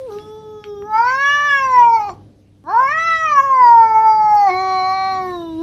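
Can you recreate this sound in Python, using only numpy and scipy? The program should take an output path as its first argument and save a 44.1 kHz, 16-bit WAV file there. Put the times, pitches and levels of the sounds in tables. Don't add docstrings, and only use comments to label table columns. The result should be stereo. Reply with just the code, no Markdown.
import sys
import numpy as np
from scipy import signal
from scipy.io import wavfile
from scipy.ndimage import uniform_filter1d, minimum_filter1d, map_coordinates

SR = 44100
rng = np.random.default_rng(int(sys.argv[2]) if len(sys.argv) > 2 else 0)


def nominal_scale(level):
    x = np.asarray(level, float) / 20
    return 10 ** x


def to_wav(s):
    ch = np.atleast_2d(s).T
    pcm = np.round(np.clip(ch, -1, 1) * 32767)
    wavfile.write(sys.argv[1], SR, pcm.astype(np.int16))


N = 247856

# (time [s], pitch [Hz], effort [dB])
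CRIES = [
    [(0, 529, -60), (0.06, 520.5, -51), (0.08, 468.5, -47), (0.11, 406.3, -34), (0.13, 408.3, -34.5),
     (0.21, 422.5, -37), (0.24, 425.4, -41), (0.39, 434.3, -40), (0.58, 424.8, -41.5), (0.81, 403, -40.5),
     (0.89, 427.8, -26), (0.95, 434.7, -11.5), (1.09, 506.8, -16.5), (1.21, 557.5, -18), (1.34, 578, -14),
     (1.46, 581.7, -18), (1.67, 523.4, -15), (1.83, 476.6, -5.5), (1.95, 455.7, -12), (1.99, 436.2, -15.5),
     (2.01, 419.2, -15), (2.08, 405, -21.5), (2.1, 379.4, -23), (2.11, 353.5, -33.5), (2.14, 340, -56.5)],
    [(2.64, 268.4, -56.5), (2.66, 287, -44.5), (2.69, 344.5, -23), (2.74, 448.4, -13.5), (2.76, 458, -13),
     (2.81, 522.5, -9), (2.87, 544.8, -17), (2.94, 630, -20), (2.99, 651, -13), (3.07, 664, -12),
     (3.24, 641, -14.5), (3.32, 589.4, -13), (3.4, 543.5, -8.5), (3.44, 555.6, -11), (3.56, 520, -9),
     (3.67, 477.2, -6.5), (3.83, 451.5, -6.5), (3.96, 437.8, -8), (4.02, 442.6, -5.5), (4.17, 432.9, -12.5),
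     (4.34, 419.5, -7.5), (4.45, 401, -10.5), (4.47, 393, -11), (4.49, 370.3, -11), (4.51, 364.2, -16),
     (4.62, 379.5, -17), (4.82, 372.6, -15.5), (4.94, 381.1, -15.5), (5.09, 382, -15), (5.26, 368.2, -23),
     (5.33, 357.5, -28.5), (5.42, 336.3, -32.5), (5.57, 318.8, -43.5), (5.62, 335.7, -33.5)],
]
# (time [s], posture [name])
MOUTH_PATH = [(0, "muffled"), (.1, "muffled"), (.2, "hum"), (.82, "hum"), (.9, "unsealing"),
              (.94, "parting"), (1.0, "parting"), (1.1, "spread"), (1.25, "wide"), (1.552, "wide"),
              (1.722, "narrowing"), (1.85, "pursed"), (2.001, "closing"), (2.14, "closing"),
              (2.64, "waking"), (2.74, "waking"), (2.818, "parting"), (2.888, "spread"), (2.988, "gaping"),
              (3.252, "gaping"), (3.402, "narrowing"), (3.601, "rounded"), (4.049, "rounded"),
              (4.352, "pressed"), (4.461, "pressed"), (4.509, "nasal"), (5.15, "nasal"), (5.3, "sinking"),
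              (5.42, "sealed"), (5.62, "sealed")]
POSTURES = { "sealed": [(880, 1550, 3760, 2860), (-18.5, -17.5, -23, -35, -41.5), (-27.5, -32.5)],
            "muffled": [(1086, 1380, 4000, 2230), (-18, -40, -45, -35.5, -42.5), (-29, -23)],
            "waking": [(1026, 1540, 4330, 2120), (-15, -36.5, -55, -47.5, -65), (-37.5, -25.5)],
            "closing": [(973, 2277, 4460, 2670), (-22, -33, -54, -38.5, -56.5), (-34, -33.5)],
            "pressed": [(868, 2000, 4500, 3000), (-26, -37.5, -64.5, -42.5, -55.5), (-37.5, -28)],
            "pursed": [(950, 2400, 4400, 2230), (-23, -50, -22, -45, -70.5), (-35.5, -41.5)],
            "spread": [(1100, 1620, 4530, 2210), (-3, -28, -7.5, -30, -55), (-34.5, -32)],
            "sinking": [(1040, 1840, 4000, 2900), (-13.5, -22.5, -42, -39, -44), (-23.5, -27.5)],
            "unsealing": [(1012, 1480, 3600, 2150), (-16.5, -47, -50, -40.5, -57.5), (-30, -26.5)],
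            "hum": [(1090, 1710, 3487, 2240), (-26, -16.5, -52, -24.5, -39), (-35, -29.5)],
            "parting": [(1010, 1380, 4870, 2300), (-8.5, -34, -26, -42.5, -57.5), (-32.5, -26)],
            "wide": [(1042, 1821, 4630, 3020), (6, -33, -8.5, -25, -47.5), (-36.5, -53.5)],
            "gaping": [(1207, 2194, 3960, 2920), (2, -28.5, -13, -28.5, -69.5), (-35, -45)],
            "narrowing": [(990, 1800, 4120, 2360), (-14.5, -52, -23.5, -35.5, -55), (-33, -31)],
            "rounded": [(1004, 1993, 4890, 3000), (-24, -37.5, -63, -45.5, -70.5), (-35, -40)],
            "nasal": [(992, 2157, 4103, 3020), (-13.5, -22.5, -51, -35, -52), (-29, -29)], }
RESONANCE_WIDTHS = 349, 340, 316, 344, 716
# (centre [Hz], width for the tones [Hz], level over brightness [dB])
UPPER_RESONANCES = [(5577, 1170, -3), (7144, 120, -10), (10600, 6500, -42.5)]
# (centre [Hz], width [Hz], level [dB])
SIDE_CAVITIES = [(2600, 210, -8.5), (6200, 100, -5), (8700, 1900, -7)]
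RING = 934, 54, 2.78
# (frequency [Hz], spread [dB])
OVERTONE_SPREAD = [(300, 2), (1200, 1.5), (2500, 4), (4000, 8), (14000, 8)]
# (time [s], level [dB], length [s])
OVERTONE_DIPS = [(0.975, -9.5, 0.0033), (1.021, -7, 0.005), (1.17, -5.5, .01), (1.52, -2, 0.03),
                 (1.992, -8, 0.0025), (2.832, 0, 0.0047), (3.03, -5.5, 0.03), (3.19, -5, 0.025),
                 (3.395, 9, 0.019), (3.425, -8.5, 0.0086), (3.79, -2.5, 0.014), (1.9, -6.5, 0.034),
                 (1.45, 2.5, .06), (3.883, -9, 0.023), (3.94, -5.5, 0.01), (4.02, -8, 0.022),
                 (4.17, -0.5, 0.06), (4.21, 2, 0.011), (4.478, 3, 0.0066), (4.486, -0.5, 0.0048)]
# (time [s], level [dB], length [s])
FUNDAMENTAL_FADES = [(.11, -12, 0.004), (.17, 6.5, 0.0083), (.42, -8, 0.018), (.72, 5, 0.074),
                     (4.52, 10, .03), (5.62, 6, 0.046), (.24, -10, 0.02), (.63, -19, 0.019),
                     (.755, -6, 0.0073), (.83, 7.5, 0.017), (.93, -16, 0.059), (2.03, -13, 0.049),
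                     (2.14, -4, 0.0091), (2.65, -9.5, 0.013), (2.74, -2.5, 0.019), (4.33, -11.5, 0.14),
                     (5.0, -14.5, 0.15)]
# (time [s], extra air [dB], length [s], extra pitch jitter [share])
CATCHES = [(0.097, 14.5, .04, 0.0039), (.82, -7.5, 0.088, .002), (1.092, 9.5, .03, .002),
           (1.433, 2, .06, .001), (1.604, 1, 0.076, .001), (1.964, 6.5, 0.012, .003), (3.051, 2, .06, .001),
           (3.295, 0.5, .04, .002), (3.655, 8.5, 0.026, 0.0022), (2.107, 22.5, 0.04, 0.013),
           (2.639, 23.5, 0.058, 0.0088), (4.492, 7, 0.022, 0.01)]
# (time [s], peak level [dB], centre [Hz], width [Hz])
TICKS = [(.1201, -40.5, 3820, 900), (0.1859, -28.5, 2600, 2400), (.6406, -23, 2520, 2400),
         (0.822, -34, 1120, 1200), (2.0931, -23.5, 1200, 1500), (4.501, -23, 1404, 1400)]
# (frequency [Hz], time to decay 60 dB [s])
HALL_DECAY = [(300, .25), (800, .33), (2000, .17), (5500, .11)]
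# (frequency [Hz], level [dB])
HALL_COLOUR = [(300, -17), (900, -11.5), (2000, -6), (4000, -4.5), (8000, 0)]
# (frequency [Hz], level [dB])
HALL_SIDE = [(200, -14), (700, 4), (1500, -33), (3000, -4.5), (6000, -4.5), (12000, -5.5)]
# (frequency [Hz], level [dB per Hz])
RUMBLE_COLOUR = [(18, -35.5), (30, -21.5), (50, -2), (145, -3), (260, -8), (420, -12.5), (700, -23),
                 (1500, -38), (6200, -43.5), (8000, -60), (10500, -51), (15000, -68.5)]
# (frequency [Hz], left-right likeness [share])
RUMBLE_LIKENESS = [(25, 1), (70, 1), (200, .97), (1400, .9), (6500, .88)]
# (time [s], level [dB], length [s])
RUMBLE_SWELLS = [(0.23, 4.5, .12), (1.05, -0.5, 0.11), (1.9, 4, 0.29), (3.8, 4.5, 0.46), (5.6, 7, 0.7),
                 (2.15, 5.5, .1), (2.5, -4, 0.17), (.5, 3, 0.12), (4.7, 2, 0.23)]
# (frequency [Hz], mean level [dB rms])
HUM = [(100, -52.5), (200, -61.5), (299, -59.5)]
# (frequency [Hz], level [dB])
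RUSTLE_COLOUR = [(600, -10.5), (1500, -2), (4000, -2), (7000, -11), (10000, -8.5), (14000, -24.5)]
# (time [s], level [dB], length [s])
RUSTLE_STIRS = [(.12, 13, 0.18), (5.3, 15.5, .07), (5.55, 12, 0.11)]

WHISTLE_HZ = 12490
DIP_REACH = 0.76
LEAST_AIR_DB = -40
STEADY_JITTER = .0017
RUMBLE_DB, RUSTLE_DB = -49, -65


def cat():
    flicker, unevenness = random_field(22, 4), random_field(7, 5)
    wobble = rng.standard_normal(N)
    for _ in range(2):
        wobble = uniform_filter1d(wobble, size=300)
    wobble = evened(wobble)
    return overtones(wobble, flicker) + breath(unevenness)


def overtones(wobble, flicker):
    t, voice = np.arange(N) / SR, np.zeros(N)
    jitter_bumps = [(s, share, length) for s, _, length, share in CATCHES]
    for rows in CRIES:
        on = (t >= rows[0][0]) & (t < rows[-1][0])
        now = t[on]
        hz, effort_db = along(rows, now)
        jitter = np.clip(STEADY_JITTER + bumps(jitter_bumps, now), 0, .05)
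        turns = np.cumsum(hz * (1 + jitter * wobble[on])) / SR
        fundamental_db = posture(now, part=2)[0] + bumps(FUNDAMENTAL_FADES, now)
        voice[on] += np.sqrt(2) * nominal_scale(fundamental_db) * np.cos(2 * np.pi * turns)

        slow, slow_hz, slow_effort_db = now[::64], hz[::64], effort_db[::64]
        glide = uniform_filter1d(abs(np.gradient(np.log(slow_hz), slow)), size=60)
        restless = np.clip(.55 + glide, 0, 1.1)
        dips_db = bumps(OVERTONE_DIPS, slow)
        for k in range(2, 40):
            overtone_hz = k * slow_hz
            swing = np.minimum(flicker(slow, overtone_hz), .8)
            uneven_db = read(OVERTONE_SPREAD, overtone_hz) * swing * min((k - 2) / 2, 1) * restless
            change_db = uneven_db + DIP_REACH ** (k - 2) * dips_db
            gain = tract(slow, overtone_hz, slow_effort_db) * nominal_scale(change_db)
            phase = 2 * np.pi * k * turns - .3 * k ** 2
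            voice[on] += np.sqrt(2) * np.interp(now, slow, gain) * np.cos(phase)
    return voice


def breath(unevenness):
    def air_gain(t, hz):
        sounding = sum((t >= rows[0][0]) & (t < rows[-1][0]) for rows in CRIES)
        effort_db = along(CRIES[0] + CRIES[1], t)[1]
        air_db = np.maximum(posture(t, part=2)[1], LEAST_AIR_DB)
        air_db = air_db + bumps([row[:3] for row in CATCHES], t)
        uneven_db = 6 * unevenness(t, hz)
        lift = (.3 + np.minimum(hz, 5500) / 2600) ** 2.2
        return sounding * nominal_scale(air_db + uneven_db) * tract(t, hz, effort_db, wide=0.92) * lift

    air = noise(air_gain, np.ones_like)[0]
    return air * np.sqrt(SR / 2 / 450)


def tract(t, hz, effort_db, wide=1):
    first_hz, second_hz, third_hz, jaw_hz = posture(t, part=0)
    second_db, third_db, jaw_db, bright_db, whistle_db = posture(t, part=1)
    first_width, second_width, third_width, jaw_width, whistle_width = RESONANCE_WIDTHS

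    def peak(at, width, db):
        return nominal_scale(db) ** 2 / (1 + (2 * (hz - at) / width / wide) ** 2) ** 2

    fall = (np.maximum(hz, 600) / first_hz) ** -4.0
    power = peak(first_hz, first_width, 0) * fall
    power += peak(second_hz, second_width, second_db) + peak(third_hz, third_width, third_db)
    power += peak(jaw_hz, jaw_width, jaw_db) + peak(WHISTLE_HZ, whistle_width, whistle_db)
    power += sum(peak(at, width, bright_db + db) for at, width, db in UPPER_RESONANCES)
    bands = SIDE_CAVITIES + [RING]
    bands_db = sum(db / (1 + (2 * (hz - at) / width) ** 2) for at, width, db in bands)
    return np.sqrt(power) * nominal_scale(effort_db + bands_db)


def posture(t, part):
    return along([(s, *POSTURES[name][part]) for s, name in MOUTH_PATH], t)


def ticks():
    out, t = np.zeros(N), np.arange(600) / SR
    bursts = rng.standard_normal((len(TICKS), 600))
    for (s, db, hz, width), burst in zip(TICKS, bursts):
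        edges = [max(hz - width / 2, 200), hz + width / 2]
        band = signal.butter(N=3, Wn=edges, btype="band", fs=SR)
        tick = signal.lfilter(*band, burst * nominal_scale(-60 * t / 0.01))
        out[round(s * SR):][:600] += nominal_scale(db) * tick / abs(tick).max()
    return out


def hall(x):
    spacing = 20
    taps = np.zeros((2, SR // 2))
    at = np.arange(120, SR // 2 - 20, spacing)
    at = at + rng.integers(0, spacing, (2, (SR // 2 - 121) // spacing))
    np.put_along_axis(taps, at, rng.choice([-1., 1.], at.shape), 1)
    hz, t, z = signal.stft(taps, SR, nperseg=256)
    t60 = read(HALL_DECAY, hz)[:, None]
    z = z * nominal_scale(-60 * t / t60)
    z *= np.sqrt(.2 / t60) / np.sqrt(.2 * SR / spacing / 6 / np.log(10))
    z *= nominal_scale(read(HALL_COLOUR, hz))[:, None]
    z[1] *= nominal_scale(read(HALL_SIDE, hz))[:, None]
    tail = signal.istft(z, SR, nperseg=256)[1]
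    mid, side = signal.fftconvolve(x[None], tail, axes=1)[:, :N]
    return np.array([mid + side, mid - side])


def background():
    stir = random_field(14, 4)
    return rumble(stir) + mains_hum() + rustle(stir)


def rumble(stir):
    def shape(t, hz):
        return nominal_scale(read(RUMBLE_COLOUR, hz) + 1.7 * stir(t, hz))

    steady = evened(noise(shape, lambda hz: read(RUMBLE_LIKENESS, hz)))
    return nominal_scale(RUMBLE_DB + bumps(RUMBLE_SWELLS, np.arange(N) / SR)) * steady


def mains_hum():
    t = np.arange(N) / SR
    waver_db = 0.68 * evened(uniform_filter1d(rng.standard_normal(N), size=6000))
    return sum(np.sqrt(2) * nominal_scale(db + waver_db) * np.sin(2 * np.pi * hz * t) for hz, db in HUM)


def rustle(stir):
    def shape(t, hz):
        level_db = RUSTLE_DB + bumps(RUSTLE_STIRS, t) + read(RUSTLE_COLOUR, hz)
        return nominal_scale(level_db + 2.5 * stir(3 * t % 5, hz / 4))

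    return noise(shape, lambda hz: .94 + 0 * hz)


def noise(shape, same):
    frames, hz = N // 256 + 5, np.fft.rfftfreq(1024, 1 / SR)
    a, b, c, d = rng.standard_normal((frames, 513, 4)).T
    likeness = np.clip(same(hz), -1, 1)[:, None]
    left, other = a + 1j * b, c + 1j * d
    z = np.array([left, likeness * left + np.sqrt(1 - likeness ** 2) * other])
    z *= shape(np.arange(frames) * 256 / SR - 512 / SR, hz[:, None])
    return signal.istft(z, nperseg=1024, noverlap=768, boundary=False)[1][:, 512:N + 512] / 14


def random_field(frames_long, bins_wide):
    field = rng.standard_normal((N // 256 + 9, 513))
    for size, axis in ((frames_long, 0), (bins_wide, 1)):
        for _ in range(2):
            field = uniform_filter1d(field, size=size, axis=axis)
    field = evened(field)

    def at(t, hz):
        places = np.broadcast_arrays(t * SR / 256, hz * 1024 / SR)
        return map_coordinates(field, places, order=1, mode="nearest")

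    return at


def bumps(rows, t):
    return sum(height * np.exp(-.5 * ((t - s) / length) ** 2) for s, height, length in rows)


def along(rows, t):
    s, *columns = np.transpose(rows)
    return [np.interp(t, s, column) for column in columns]


def read(points, hz):
    f, value = np.transpose(points)
    return np.interp(np.log(hz + 1), np.log(f + 1), value)


def evened(x):
    return x / np.sqrt(np.mean(x ** 2) + 1e-20)


def scene():
    near = cat() + ticks()
    return near + hall(near) + background()


def roll_off(x):
    return signal.sosfilt(signal.butter(12, 15400, fs=SR, output="sos"), x)


def record(dry):
    bass_cut = signal.butter(N=2, Wn=40, btype="high", fs=SR, output="sos")
    heard = signal.sosfilt(bass_cut, dry)
    crest = -minimum_filter1d(-abs(heard).max(0), size=800)
    limited = heard / uniform_filter1d(np.maximum(crest / .92, 1), size=400)
    return roll_off(limited)


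dry = scene()
out = record(dry)
to_wav(out)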